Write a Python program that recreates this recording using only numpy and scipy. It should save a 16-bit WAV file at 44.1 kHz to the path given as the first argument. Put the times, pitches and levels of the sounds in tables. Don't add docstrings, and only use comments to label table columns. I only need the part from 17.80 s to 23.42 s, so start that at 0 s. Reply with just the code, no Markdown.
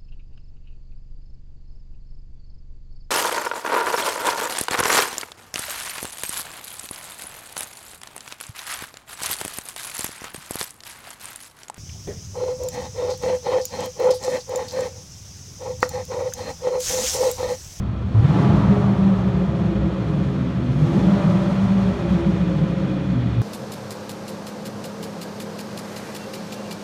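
import sys
import numpy as np
from scipy import signal
from scipy.fft import rfft, irfft, next_fast_len
from scipy.io import wavfile
from scipy.ndimage import uniform_filter1d, map_coordinates

SR = 44100
rng = np.random.default_rng(int(sys.argv[2]) if len(sys.argv) > 2 else 0)


def to_wav(s):
    ch = np.atleast_2d(s).T
    pcm = np.round(np.clip(ch, -1, 1) * 32767)
    wavfile.write(sys.argv[1], SR, pcm.astype(np.int16))


N = 247781
TIME = np.arange(-SR, N) / SR

# frequency in Hz, relative level in dB.
GAS_SPECTRUM = [(250, -14.5), (400, -9.5), (455, -12), (520, 1), (590, -0.5), (650, 3.5), (750, -2),
                (800, -0.5), (900, -3.5), (975, -1.5), (1200, -3), (1400, -5), (1550, -13), (2200, -19.5),
                (3200, -35.5), (6000, -65.5)]


def amp(db):
    return 10 ** (np.asarray(db) / 20)


def unit(x):
    return x / np.sqrt(np.mean(x ** 2) + 1e-20)


def along(points, hz):
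    knots_hz, values = np.transpose(points)
    return np.interp(np.log(hz + 1), np.log(knots_hz + 1), values)


def curves(rows):
    times_s, *columns = np.transpose(rows)
    return [np.interp(TIME, times_s, column) for column in columns]


def noise():
    return rng.standard_normal(len(TIME))


def wobble(rate_hz):
    knots = rng.standard_normal(int(len(TIME) * rate_hz / SR) + 4)
    return map_coordinates(knots, [(TIME - TIME[0]) * rate_hz])


def filtered(x, response):
    size = next_fast_len(len(x) + SR // 2)
    return irfft(rfft(x, size) * response(np.fft.rfftfreq(size, 1 / SR)), size)[:len(x)]


def coloured(x, spectrum):
    top_hz = spectrum[-1][0]
    return unit(filtered(x, lambda hz: amp(along(spectrum, hz)) / (1 + (hz / top_hz) ** 8)))


def even(x, window_s):
    size = max(int(window_s * SR), 2)
    power = uniform_filter1d(uniform_filter1d(x * x, size), size)
    return x / np.sqrt(np.abs(power) + 1e-9)


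def lagged(control, lag_s):
    pole = np.exp(-1 / max(lag_s * SR, 1))
    return control[0] + signal.lfilter([1 - pole], [1, -pole], control - control[0])


def pedal():
    # start, attack, hold and release in s, throttle over cruising in dB, strain 0-1.
    presses = [(0.262, 0.17, 0.12, 0.42, 8.5, 1.0), (2.925, 0.12, 1.33, 0.42, 6.5, 0.58)]
    strain_fade_s = 0.52
    idling, throttle_db, strain = np.ones(len(TIME)), 0, 0
    for start_s, attack_s, hold_s, release_s, open_db, load in presses:
        rise = np.clip((TIME - start_s) / attack_s, 0, 1)
        since_s = np.maximum(TIME - start_s - attack_s, 0)
        release = np.exp(-np.maximum(since_s - hold_s, 0) / release_s)
        idling *= 1 - rise
        throttle_db += open_db * rise * release
        strain += load * rise * np.exp(-(since_s / strain_fade_s) ** 2)
    return idling, throttle_db, strain


def load_gain(law, idling, throttle_db, strain, firing_hz):
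    cruise_db, idle_db, per_throttle, strain_db, db_per_octave, db_per_s, lag_s = law
    load_db = idle_db * idling + per_throttle * throttle_db + strain_db * strain
    speed_db = db_per_octave * np.log2(firing_hz / 160)
    return amp(lagged(cruise_db + load_db + speed_db + db_per_s * TIME, lag_s))


def garage(x, direct_db):
    # frequency in Hz, T60 in s.
    decay = [(60, 2.5), (200, 6.9), (400, 6.5), (600, 3.4), (2000, 2.44), (10000, .7)]
    hz, t, bins = signal.stft(rng.standard_normal(2 * SR), SR, nperseg=512)
    tail = signal.istft(bins * amp(-60 * t / along(decay, hz)[:, None]), SR, nperseg=512)[1]
    echo = signal.fftconvolve(x, tail)[:len(x)]
    return unit(amp(direct_db) * unit(x) + unit(echo))


def firings(cycles, scatter, jitter_s):
    cylinders = [1.34, 0.58, 1.01, 1.82]
    count = np.arange(1, int(cycles[-1]))
    chance = rng.standard_normal((len(count), 2))
    at = np.interp(count, cycles, np.arange(len(TIME))) + jitter_s * SR * chance[:, 1]
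    strength = np.take(cylinders, count % len(cylinders)) * (1 + scatter * chance[:, 0])
    return np.bincount(np.clip(at, 0, len(TIME) - 1).astype(int), strength, len(TIME))


def singing(centre_hz, width_hz):
    slow = even(wobble(width_hz * 1.5), 0.15) + 1j * even(wobble(width_hz * 1.5), 0.15)
    flutter = wobble(width_hz * 4.9) + 1j * wobble(width_hz * 4.5)
    carrier = np.exp(2j * np.pi * np.cumsum(centre_hz * np.ones(len(TIME))) / SR)
    return unit(np.real((slow + 0.42 * flutter) * carrier))


def firing_note(cycles):
    return np.sqrt(2) * np.sin(2 * np.pi * cycles + 0.23 * wobble(16)) * amp(1.1 * wobble(30))


def burble(cycles):
    # frequency in Hz, relative level in dB.
    spectrum = [(60, -42.5), (80, -0.5), (95, -7), (113, 6.5), (128, -1), (143, -1), (158, 1), (190, -43)]
    pulses = firings(cycles, scatter=0.42, jitter_s=0.00057)
    return even(garage(coloured(pulses, spectrum), direct_db=-6.0), 0.056)


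def roar(cycles, effort):
    # frequency in Hz, relative level in dB.
    muffler = [(125, -43), (150, -14.5), (165, -2.5), (180, 0.5), (202, 2), (212, -12), (226, -24.5),
               (300, -46)]
    notes = coloured(effort ** 0.37 * np.sin(2 * np.pi * cycles), muffler)
    gas = coloured(noise() * (1 + np.cos(2 * np.pi * cycles)), muffler)
    echo = even(garage(notes, direct_db=-33.5), 0.21)
    return even(echo + amp(4.5) * gas, 0.14)


def exhaust(cycles, firing_hz, effort):
    # time in s, relative level in dB.
    drone_levels = [(0.0, -28.5), (0.22, -35.5), (0.3, -23), (0.33, -34.5), (0.57, -20), (0.62, -32),
                    (0.67, -17), (0.75, -18), (0.81, -22.5), (0.92, -13.5), (0.95, -23.5), (1.13, -17),
                    (1.15, -28), (1.17, -36), (1.19, -17), (1.3, -14.5), (1.41, -25), (1.47, -14.5),
                    (1.5, -30), (1.58, -18.5), (1.78, -26.5), (1.8, -19.5), (2.03, -25), (2.08, -19),
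                    (2.11, -30), (2.2, -23.5), (2.24, -32), (2.41, -19.5), (2.47, -27.5), (2.78, -24.5),
                    (2.82, -32), (3.0, -29.5), (3.03, -27), (3.13, -27), (3.18, -15.5), (3.21, -24),
                    (3.25, -17), (3.27, -11.5), (3.34, -16), (3.41, -25), (3.44, -18), (3.55, -15.5),
                    (3.58, -21), (3.8, -21), (3.84, -14.5), (3.87, -23), (3.92, -16), (4.06, -19.5),
                    (4.12, -19), (4.14, -42), (4.17, -28), (4.21, -22), (4.24, -28), (4.31, -19.5),
                    (4.33, -16), (4.355, -15), (4.38, -25), (4.43, -41), (4.47, -15.5), (4.54, -19),
                    (4.58, -26.5), (4.62, -18.5), (4.79, -25.5), (4.83, -17), (4.88, -25), (5.02, -22.5),
                    (5.27, -28), (5.3, -18.5), (5.43, -38), (5.46, -17), (5.49, -32), (5.6, -31),
                    (5.62, -23)]
    # time in s, level in dB.
    chug_levels = [(0.0, -32.5), (0.12, -22.5), (0.15, -30), (0.31, -22.5), (0.33, -34), (0.41, -19),
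                   (0.47, -20.5), (0.54, -20), (0.565, -20), (0.62, -18), (0.69, -15), (0.82, -20),
                   (0.9, -21), (0.96, -24), (1.01, -18), (1.13, -21), (1.16, -26), (1.23, -22),
                   (1.3, -25.5), (1.58, -21.5), (1.62, -34), (1.66, -37), (1.69, -29), (1.72, -26),
                   (1.88, -24), (1.91, -35.5), (2.0, -20.5), (2.11, -28), (2.14, -37), (2.17, -25.5),
                   (2.42, -22), (2.44, -34), (2.47, -19), (2.55, -31.5), (2.58, -19), (2.72, -33),
                   (2.78, -21.5), (2.86, -26.5), (2.91, -17.5), (2.97, -21.5), (3.03, -13), (3.06, -20),
                   (3.22, -26), (3.26, -19), (3.29, -30), (3.36, -23.5), (3.42, -32), (3.46, -21.5),
                   (3.6, -26.5), (3.76, -27.5), (3.84, -22), (3.96, -29), (4.01, -24), (4.12, -26.5),
                   (4.16, -43), (4.2, -28), (4.46, -30.5), (4.54, -26), (4.72, -30), (4.79, -19),
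                   (4.82, -27.5), (5.05, -28.5), (5.07, -21.5), (5.14, -30), (5.35, -24.5), (5.38, -19),
                   (5.56, -25), (5.58, -16)]
    # time in s, ratio in dB.
    note_levels = [(0, -9), (0.3, 1), (0.45, -2), (0.6, 3), (0.72, -1.5), (1.05, 2.5), (1.28, 9), (1.45, 1),
                   (1.8, -12), (2.3, -9.5), (2.8, -4), (3.03, 7), (3.13, -3), (3.28, 1), (3.6, -2),
                   (3.95, 5), (4.2, -6), (4.5, -5.5), (5.0, -5), (5.38, 0), (5.62, 11)]
    drone_from_hz, drone_to_hz = 160, 223
    drone_db, = curves(drone_levels)
    chug_db, = curves(chug_levels)
    note_db, = curves(note_levels)
    note = amp(note_db) * firing_note(cycles)
    in_resonance = np.clip(0.5 + (firing_hz - drone_from_hz) / 12, 0, 1)
    drone = amp(drone_db + 0.82) * even(roar(cycles, effort) + in_resonance * note, 0.054)
    chug = amp(chug_db) * even(burble(cycles) + (1 - in_resonance) * note, 0.046)
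    return filtered(drone + chug, lambda hz: 1 / np.sqrt(1 + (hz / drone_to_hz) ** 30))


def deck_boom():
    # frequency in Hz, relative level in dB.
    spectrum = [(20, -52), (40, -33.5), (51, -21.5), (60, 1), (68, 1), (82, -11.5), (110, -21),
                (200, -64.5)]
    # time in s, relative level in dB.
    swells = [(0.0, -20.5), (0.04, -29.5), (0.48, -28.5), (0.64, -50), (0.75, -24.5), (1.02, -35.5),
              (1.77, -30), (1.81, -35), (2.05, -23.5), (2.11, -33), (3.32, -31.5), (3.52, -40.5),
              (4.38, -27.5), (5.18, -39), (5.24, -33), (5.62, -28.5)]
    boom_db, = curves(swells)
    return amp(boom_db - 0.5) * even(coloured(noise(), spectrum), 0.11)


def pipe_overtones(cycles, effort, engine):
    # frequency in Hz, relative level in dB.
    spectrum = [(170, -39.5), (225, 0.5), (252, -1.5), (280, 1.5), (305, -1.5), (338, 0.5), (365, -5.5),
                (392, -11), (450, -9.5), (500, -5), (600, -37)]
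    law = (-33.5, -4.5, 0.04, 5.5, -1, 0.0, -0.16)
    pulses = firings(cycles, scatter=0.23, jitter_s=0.000099)
    pulses -= uniform_filter1d(pulses, size=2000)
    source = coloured(pulses, spectrum) + amp(-2.5) * coloured(noise(), spectrum)
    echoing = garage(source * effort ** 1.1, direct_db=-12.0)
    return load_gain(law, *engine) * even(echoing, 0.57)


def pipe_resonances(idling, throttle_db, strain):
    # time in s, centre in Hz, dB.
    hum = [(0, 400.5, -55), (0.45, 415.5, -49), (0.62, 416, -33), (0.8, 418, -36), (0.97, 416.2, -30.5),
           (1.25, 414, -41), (1.55, 407.3, -32.5), (1.9, 410, -41), (2.35, 409.9, -38), (2.9, 406, -44.5),
           (3.3, 405, -34.5), (3.55, 407, -47), (3.85, 409.5, -39.5), (4.15, 407, -35), (4.6, 405, -40),
           (5.0, 404.4, -42), (5.62, 402, -44.5)]
    howl = [(0, 538.9, -59), (0.45, 560, -48.5), (0.7, 577.3, -48), (0.88, 590, -42), (0.97, 585, -33),
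            (1.05, 580, -41), (1.15, 567.4, -43.5), (1.35, 551, -38.5), (1.8, 541.2, -38.5),
            (2.15, 538.3, -38), (2.6, 536.6, -44), (3.05, 545, -42.5), (3.3, 575, -33), (3.68, 571.8, -33),
            (3.85, 579.6, -39), (4.1, 563.5, -34.5), (4.4, 552, -37), (4.75, 538, -34.5), (5.1, 535, -35.5),
            (5.62, 531, -48)]
    bark = [(0.35, 335, -59), (0.6, 338, -38), (0.72, 344, -31), (0.85, 335, -40), (1.25, 348, -34),
            (1.5, 342, -57), (1.62, 338, -36), (1.88, 335, -37.5), (1.98, 330, -26.5), (2.2, 325, -43),
            (2.33, 300, -30), (2.5, 308, -39), (3.0, 330, -44), (3.09, 336, -26.5), (3.3, 330, -33),
            (3.42, 340, -46), (3.57, 338, -32), (3.85, 338, -44), (4.12, 342, -43), (4.23, 343, -34),
            (4.33, 338, -33), (4.45, 335, -26), (4.6, 326, -34.5), (4.74, 308, -29), (4.85, 330, -38),
            (4.97, 334, -37.5), (5.17, 300, -32.5), (5.62, 295, -44)]
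    moan = [(0.1, 248, -41.5), (1.4, 248.7, -48.5), (2.3, 250.4, -45), (2.55, 256, -32.5),
            (2.76, 245.5, -33), (2.88, 249.6, -26), (3.02, 255.1, -33), (3.18, 262, -29),
            (3.35, 249.6, -40), (5.25, 252.6, -44), (5.37, 247, -30), (5.5, 246, -38.5)]
    # centre and width in Hz, cruising level in dB,
    # dB per throttle dB, dB added at full strain.
    rings = [(275.4, 22, -47, -0.5, 21), (695, 28, -51, -0.2, 14.5), (797, 30, -59, 1.66, 4),
             (850, 12, -61, 0.8, 22), (976, 24, -57.5, 0.5, 13.5), (1162, 30, -59, 0.8, 13.5)]
    howl_hz, howl_db = curves(howl)
    beat = amp(-6) * singing(howl_hz + 28, width_hz=10)
    out = amp(howl_db) * unit(singing(howl_hz, width_hz=24) + beat)
    for track, width_hz in (hum, 10), (bark, 12), (moan, 9):
        centre_hz, level_db = curves(track)
        out += amp(level_db) * singing(centre_hz, width_hz)
    late_strain = lagged(strain, lag_s=0.15)
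    for centre_hz, width_hz, cruise_db, per_throttle, strain_db in rings:
        level_db = cruise_db - 8 * idling + per_throttle * throttle_db + strain_db * late_strain
        out += amp(level_db) * singing(centre_hz, width_hz)
    return out


def rasp(cycles, effort, engine):
    law = (-37.5, -2, 0.1246, 9, 5.5, -0.22, 0.18)
    puffs = noise() * (1 + np.cos(2 * np.pi * cycles)) ** 2
    edges = firings(cycles, scatter=0.73, jitter_s=0.00022)
    source = coloured(puffs, GAS_SPECTRUM) + amp(-8.5) * coloured(edges, GAS_SPECTRUM)
    echoing = garage(source * effort ** 1.3, direct_db=-11.5)
    sputter = amp(0.32 * wobble(45))
    return load_gain(law, *engine) * even(echoing, 0.27) * sputter


def engine_bay(cycles, engine):
    # frequency in Hz, relative level in dB.
    spectrum = [(760, -25.5), (1000, -1), (1350, 4.5), (1550, 2.5), (1900, 2.1), (2250, -2), (2830, -4),
                (3350, -3.5), (4000, -8.5), (4450, -11), (4900, -16.5), (5300, -16), (6800, -21.5),
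                (8300, -30.5), (15000, -54)]
    # centre in Hz, width in Hz, gain relative to the hiss in dB.
    panels = [(2382, 29, -5.5), (2457, 45, -6.5), (3300, 1500, -14.5), (4240, 98, -6), (5450, 160, -10.5),
              (6660, 270, -14.5)]
    law = (-44.5, -6, 0.5, 3, -1, 0.05, 0.08)
    flutter_hz, flutter_depth = 18.9, 0.082

    def panel_response(hz):
        return 1 + sum(amp(db) * 1j * hz * width / (centre ** 2 - hz ** 2 + 1j * hz * width)
                       for centre, width, db in panels)

    hiss = coloured(noise() * (1 + 0.071 * np.cos(2 * np.pi * cycles)), spectrum)
    flutter = 1 + flutter_depth * np.sin(2 * np.pi * flutter_hz * TIME + 0.5 * wobble(2.4))
    flicker = amp(0.55 * wobble(35))
    return load_gain(law, *engine) * unit(filtered(hiss, panel_response)) * flutter * flicker


def intake():
    # frequency in Hz, relative level in dB.
    spectrum = [(2500, -18.5), (4000, 4.5), (6500, 2), (7600, -3.5), (9600, -6), (10500, -13.5),
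                (11400, -11), (13000, -15.5), (16000, -17.5)]
    # time in s, relative level in dB.
    airflow = [(0.09, -75.5), (0.26, -73), (0.46, -63.5), (0.58, -59.5), (0.85, -62), (1.48, -66.5),
               (1.89, -66.5), (1.99, -69), (2.29, -66), (2.81, -67), (3.13, -58), (3.41, -59.5),
               (3.76, -59.5), (5.55, -68)]
    airflow_db, = curves(airflow)
    return amp(airflow_db + 6.5) * coloured(noise(), spectrum) * amp(0.88 * wobble(28))


def shields(throttle_db):
    # centre in Hz, width in Hz, starting level in dB, rise in dB/s.
    modes = [(2450, 60, -64, 1.5), (3370, 130, -67, 1.5), (4350, 200, -71.5, 0.7)]
    return sum(amp(start_db + db_per_s * TIME + 0.25 * throttle_db) * singing(centre_hz, width_hz)
               for centre_hz, width_hz, start_db, db_per_s in modes)


def coughs():
    # start in s, length in s, pitch in Hz, thump in dB, spit in dB.
    events = [(0.342, 0.068, 108, -8, -39), (0.438, 0.028, 129, -7, -33), (0.493, 0.025, 139, -7, -30),
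              (0.552, 0.02, 298, -18.5, -29), (0.582, 0.027, 185, -15, -28),
              (0.615, 0.029, 286, -19.5, -30), (0.656, 0.024, 174, -13, -40), (0.687, 0.022, 287, -17, -31),
              (0.881, 0.022, 133, -9, -38), (1.689, 0.015, 140, -11, -46), (3.173, 0.017, 175, -6.5, -33)]
    edge_s = 0.009
    out = np.zeros(len(TIME))
    spit = coloured(noise(), GAS_SPECTRUM)
    for start_s, length_s, pitch_hz, thump_db, spit_db in events:
        t = TIME - start_s
        envelope = np.clip(np.minimum(t, length_s - t) / edge_s, 0, 1)
        thump = np.sin(2 * np.pi * (pitch_hz * t + rng.random()))
        out += envelope * (amp(thump_db) * thump + amp(spit_db) * spit)
    return out


def scene():
    # time in s, firing rate in Hz.
    firing_rate = [(-0.6, 119.8), (0, 108.9), (0.28, 83.75), (0.37, 108.5), (0.5, 155.5), (0.68, 205.9),
                   (0.9, 201), (1.28, 191.5), (1.6, 179.9), (2.3, 149.4), (2.55, 127.4), (2.85, 123),
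                   (3.03, 155.3), (3.17, 179.2), (3.27, 200.3), (3.55, 191.7), (4.0, 191.9), (4.3, 174.8),
                   (4.6, 155.5), (5.3, 125.5), (5.62, 113.6)]
    firing_hz, = curves(firing_rate)
    cycles = np.cumsum(firing_hz * (1 + 0.00502 * wobble(18))) / SR
    effort = (firing_hz / firing_hz.max()) ** 1.1
    idling, throttle_db, strain = pedal()
    engine = (idling, throttle_db, strain, firing_hz)
    bass = exhaust(cycles, firing_hz, effort) + deck_boom() + coughs()
    pipe = pipe_overtones(cycles, effort, engine) + pipe_resonances(idling, throttle_db, strain)
    gas = rasp(cycles, effort, engine)
    front = engine_bay(cycles, engine) + intake() + shields(throttle_db)
    return (bass + pipe + gas + front)[None, -N:]


def record(dry):
    top_hz = 15700
    return filtered(dry[0], lambda hz: hz < top_hz)[None]


dry = scene()
out = record(dry)
to_wav(out)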